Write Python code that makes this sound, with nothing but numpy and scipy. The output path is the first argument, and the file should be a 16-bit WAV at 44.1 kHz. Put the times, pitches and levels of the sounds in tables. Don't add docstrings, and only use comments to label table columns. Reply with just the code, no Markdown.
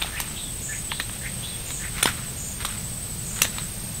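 import sys
import numpy as np
from scipy import signal
from scipy.fft import rfft, irfft, next_fast_len
from scipy.io import wavfile
from scipy.ndimage import map_coordinates

SR = 44100
rng = np.random.default_rng(int(sys.argv[2]) if len(sys.argv) > 2 else 0)


def waveform_to_disk(signal):
    frames = np.transpose(np.atleast_2d(signal))
    scaled = np.clip(frames, -1, 1) * 32767
    samples = np.round(scaled).astype(np.int16)
    wavfile.write(sys.argv[1], SR, samples)


N = 176400

# frequency in Hz, gain in dB.
CRACK_COLOUR = [(400, -7), (1200, -1), (4000, 1.5), (4900, -15), (15000, -16)]


def amp(db):
    return 10 ** (np.asarray(db) / 20)


def unit(x):
    return x / np.sqrt(np.mean(x ** 2) + 1e-20)


def clock(seconds):
    return np.arange(int(seconds * SR)) / SR


def add(track, start, sound):
    i = max(0, round(start * SR))
    part = sound[:max(0, N - i)]
    track[i:i + len(part)] += part


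def wobble(rate, size=N):
    knots = rng.standard_normal(int(size * rate / SR) + 4)
    return map_coordinates(knots, [np.arange(size) * rate / SR])


def glide(hz):
    return np.sin(2 * np.pi * np.cumsum(hz) / SR)


def coloured(x, colour):
    size = next_fast_len(len(x) + 8192)
    hz, db = np.transpose(colour)
    gain = amp(np.interp(np.log(np.fft.rfftfreq(size, 1 / SR) + 1), np.log(hz), db))
    return irfft(rfft(x, size) * gain, size)[:len(x)]


def noise(colour, size=N):
    return unit(coloured(rng.standard_normal(size), colour))


def scatter(x, t60, wet_db, colour=None):
    t = clock(.5)
    tail = rng.standard_normal(len(t))
    if colour:
        tail = coloured(tail, colour)
    tail = tail * amp(-60 * t / t60) * (1 - np.exp(-t / .003))
    tail *= amp(wet_db) / np.linalg.norm(tail)
    tail[0] += 1
    return signal.fftconvolve(x, tail)


def bank_echo(x):
    # frequency in Hz, gain in dB.
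    colour = [(400, -23), (1350, -3), (2800, -4.5), (3800, 5.5), (4700, 0.5), (8000, 4), (11000, -2)]
    out = scatter(x, t60=.17, wet_db=-8.5, colour=colour)
    add(out, .012, amp(-12) * coloured(x, colour))
    return out


def background():
    # frequency in Hz, gain in dB.
    rumble_colour = [(20, -6), (48, 2.5), (70, 0), (290, -16.5), (500, -21), (2500, -52)]
    drone_colour = [(60, -18), (120, 0), (215, -8), (320, -27.5)]
    chorus_colour = [(1000, -11.5), (2000, -8), (3600, -3.5), (4300, -12), (6000, -16.5)]
    hiss_colour = [(600, 6), (1400, -3), (3000, 1), (9000, 0.5), (16000, -3)]
    # time in seconds, level in dB.
    chorus_levels = [(0, -47), (.6, -47), (1.6, -42.5), (4, -61)]
    t = np.arange(N) / SR
    rumble = amp(-39.5) * noise(rumble_colour)
    drone = amp(-40 + 1.2 * t) * noise(drone_colour)
    chorus_db = np.interp(t, *np.transpose(chorus_levels))
    chorus = noise(chorus_colour) * amp(chorus_db + 1.5 * wobble(20))
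    hiss = amp(-41.5 + .7 * wobble(20)) * noise(hiss_colour)
    return rumble + drone + chorus + hiss


def far_caller(calls, shape, rasp_hz):
    out = np.zeros(N)
    knots, *columns = np.transpose(shape)
    t = clock(knots[-1])
    hz, contour_db, rasp = [np.interp(t, knots, column) for column in columns]
    for start, db in calls:
        pitch = hz * (1 + rasp * wobble(rasp_hz, len(t)))
        envelope = amp(db + contour_db + 2 * wobble(400, len(t)))
        add(out, start, scatter(envelope * glide(pitch), t60=.19, wet_db=0))
    return out


def far_birds():
    # start in seconds, level in dB.
    low_calls = [(.125, -34), (.688, -35.5), (1.213, -35), (1.798, -35.5)]
    high_calls = [(.36, -35), (.895, -36), (1.425, -35)]
    # seconds into it, pitch in Hz, gain in dB, rasp as a share of pitch.
    low_shape = [(0, 1720, -4.5, 0.04), (.03, 1777, -4, 0.091), (.05, 2178, 3.5, 0.18),
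                 (0.074, 2204, -17, 0.204)]
    high_shape = [(0, 3300, -6, .07), (.018, 3450, -0.5, .1), (0.059, 4002, -7, 0.135),
                  (.1, 3456, -7, .015), (.145, 3270, -17, 0.013)]
    low_bird = far_caller(low_calls, low_shape, rasp_hz=886)
    high_bird = far_caller(high_calls, high_shape, rasp_hz=1070)
    return low_bird + high_bird


def far_insect():
    # start in seconds, level in dB.
    buzzes = [(.615, -36), (1.655, -37.5), (2.37, -35.5), (3.245, -37)]
    # seconds into it, pitch in Hz, gain in dB, rasp as a share of pitch.
    shape = [(0, 6890, -5, 0.022), (0.03, 7070, -1, 0.058), (0.144, 6995, -2.5, .05),
             (0.194, 6380, -16, 0.029)]
    return far_caller(buzzes, shape, rasp_hz=1194)


def chirp(hz, gap_s, sag, strokes):
    out = np.zeros(SR // 8)
    stroke_s = .015
    progress = clock(stroke_s) / stroke_s
    for k in range(strokes):
        pitch = hz * (1 - sag * progress ** 3 + .0042 * rng.normal() + .0044 * wobble(800, len(progress)))
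        swell = np.sin(np.pi * progress ** .73) * amp(1.5 * rng.normal())
        add(out, k * gap_s + .0014 * rng.normal(), np.sqrt(2) * swell * glide(pitch))
    return scatter(out, t60=.12, wet_db=.5)


def steady_crickets():
    # pitch in Hz, chirp period and stroke spacing in seconds,
    # sag as a share of pitch, level in dB.
    crickets = [(8343, .059, .0195, 0.022, -40), (8700, .053, .019, 0.046, -41.5)]
    out = np.zeros(N)
    for hz, period, gap_s, sag, db in crickets:
        for beat in np.arange(0, N / SR, period):
            start = beat + .0034 * rng.normal()
            add(out, start, amp(db) * chirp(hz, gap_s, sag, strokes=2 + (rng.random() < .4)))
        resonance = signal.iirpeak(hz - 30, Q=60, fs=SR)
        ring = signal.lfilter(*resonance, rng.standard_normal(N))
        out += amp(db - 7.5) * unit(signal.lfilter(*resonance, ring))
    return out


def near_cricket():
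    # start, end and chirp period in seconds, relative level in dB.
    bouts = [(.276, .52, .066, -1), (.558, .68, .067, 0), (.709, .89, .067, 0), (.932, 1.38, .083, -5),
             (1.712, 2.33, .069, -2), (2.704, 3.14, .066, -1), (3.185, 3.66, .071, -1),
             (3.943, 3.99, .066, 0)]
    out = np.zeros(N)
    for start, end, period, db in bouts:
        for beat in np.arange(start, end, period):
            add(out, beat, amp(db - 35.5) * chirp(hz=8015, gap_s=.024, sag=.09, strokes=2))
    return out


def mud_pop():
    start_hz, end_hz, fall_s, t60 = 3320, 917, .00285, .025
    out, t = np.zeros(N), clock(.04)
    blip = glide(end_hz + (start_hz - end_hz) * np.exp(-(t / fall_s) ** 2))
    spray = amp(-7.5) * noise(CRACK_COLOUR, len(t))
    envelope = (1 - np.exp(-2 * t / fall_s)) * amp(-60 * t / t60)
    pop = amp(-19) * envelope / envelope.max() * (blip + spray)
    add(out, start=.9164, sound=bank_echo(pop))
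    return out


def sleeve():
    # centre and half length in seconds, level in dB.
    rustles = [(0.05, 0.04, -36.5), (0.23, 0.098, -39.5), (1.989, 0.018, -33), (2.083, 0.017, -27.5),
               (2.12, 0.12, -39), (2.616, 0.013, -34), (2.705, 0.061, -37.5), (3.418, 0.064, -37),
               (3.595, 0.04, -38.5)]
    # frequency in Hz, gain in dB.
    cloth = [(100, 5), (600, -11.5), (1300, 2), (3800, -2.5), (4600, -8.5), (16000, -15.5)]
    t = np.arange(N) / SR
    swell = sum(amp(db) * np.exp(-.5 * ((t - centre) / half) ** 2) for centre, half, db in rustles)
    return swell * unit(noise(cloth) * amp(2.9 * wobble(500)))


def pole_thump():
    width_s = .00056
    out, age = np.zeros(N), clock(.02) / width_s
    push = np.e * age * (1 - age / 2) * np.exp(-age)
    add(out, start=2.0572, sound=-amp(-7) * push)
    return out


def snaps():
    # start in seconds, body pitch in Hz, gains of body, crack and splinter in dB.
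    hits = [(0.018, 2480, -22.5, -24, -40), (0.0224, 3600, -20.5, -19.5, -29), (.046, 766, -28, -50, -50),
            (0.2013, 950, -35, -24, -19), (0.9992, 1880, -21, -19.5, -48), (1.0041, 2500, -25, -27, -50),
            (1.095, 1035, -37, -30.5, -46), (1.705, 3300, -42, -27.5, -38), (2.0269, 1300, -20, -15.5, -22),
            (2.0296, 9230, -13, -15.5, -14.5), (2.0566, 955, -14, -15.5, -31), (2.058, 5250, -21, -17, -25),
            (2.076, 1430, -22.5, -21, -47), (2.649, 1140, -23, -23, -36), (2.652, 5800, -34, -22.5, -22.5),
            (3.4179, 2760, -11, -17, -16.5), (3.419, 6200, -17, -17.5, -9), (3.4458, 4400, -34, -22, -33),
            (3.4512, 664, -28.5, -20.5, -32), (3.5836, 1260, -27, -23.5, -44)]
    # frequency in Hz, gain in dB.
    splinter_colour = [(3500, -12), (6200, -2), (7600, -2), (9600, -0.5), (11500, -7.5), (13500, -3.5),
                       (16000, -19)]
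    rise_s, splinter_rise_s, snap_t60, body_t60 = .00042, .0005, .017, .012
    out, t = np.zeros(N), clock(.04)
    rise, decay = 1 - np.exp(-t / rise_s), amp(-60 * t / snap_t60)
    crack_envelope = rise * decay
    splinter_envelope = (1 - np.exp(-(t / splinter_rise_s) ** 2)) * decay
    rms_over_peak = np.sqrt(np.mean(crack_envelope ** 2)) / crack_envelope.max()
    for start, hz, body_db, crack_db, splinter_db in hits:
        body = amp(body_db) * unit(rise * amp(-60 * t / body_t60) * np.sin(2 * np.pi * hz * t))
        crack = amp(crack_db) * unit(noise(CRACK_COLOUR, len(t)) * crack_envelope)
        splinter = amp(splinter_db) * unit(noise(splinter_colour, len(t)) * splinter_envelope)
        add(out, start, bank_echo(rms_over_peak * (body + crack + splinter)))
    return out


def scene():
    wildlife = far_birds() + far_insect() + near_cricket() + steady_crickets()
    close_by = snaps() + mud_pop() + pole_thump() + sleeve()
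    return np.tile(wildlife + close_by + background(), (2, 1))


def record(dry):
    ceiling, top_hz = .85, 15700
    rounded = dry / (1 + (dry / ceiling) ** 6) ** (1 / 6)
    size = next_fast_len(N + SR // 2)
    in_band = np.fft.rfftfreq(size, 1 / SR) < top_hz
    return irfft(rfft(rounded, size) * in_band, size)[:, :N]


dry = scene()
out = record(dry)
waveform_to_disk(out)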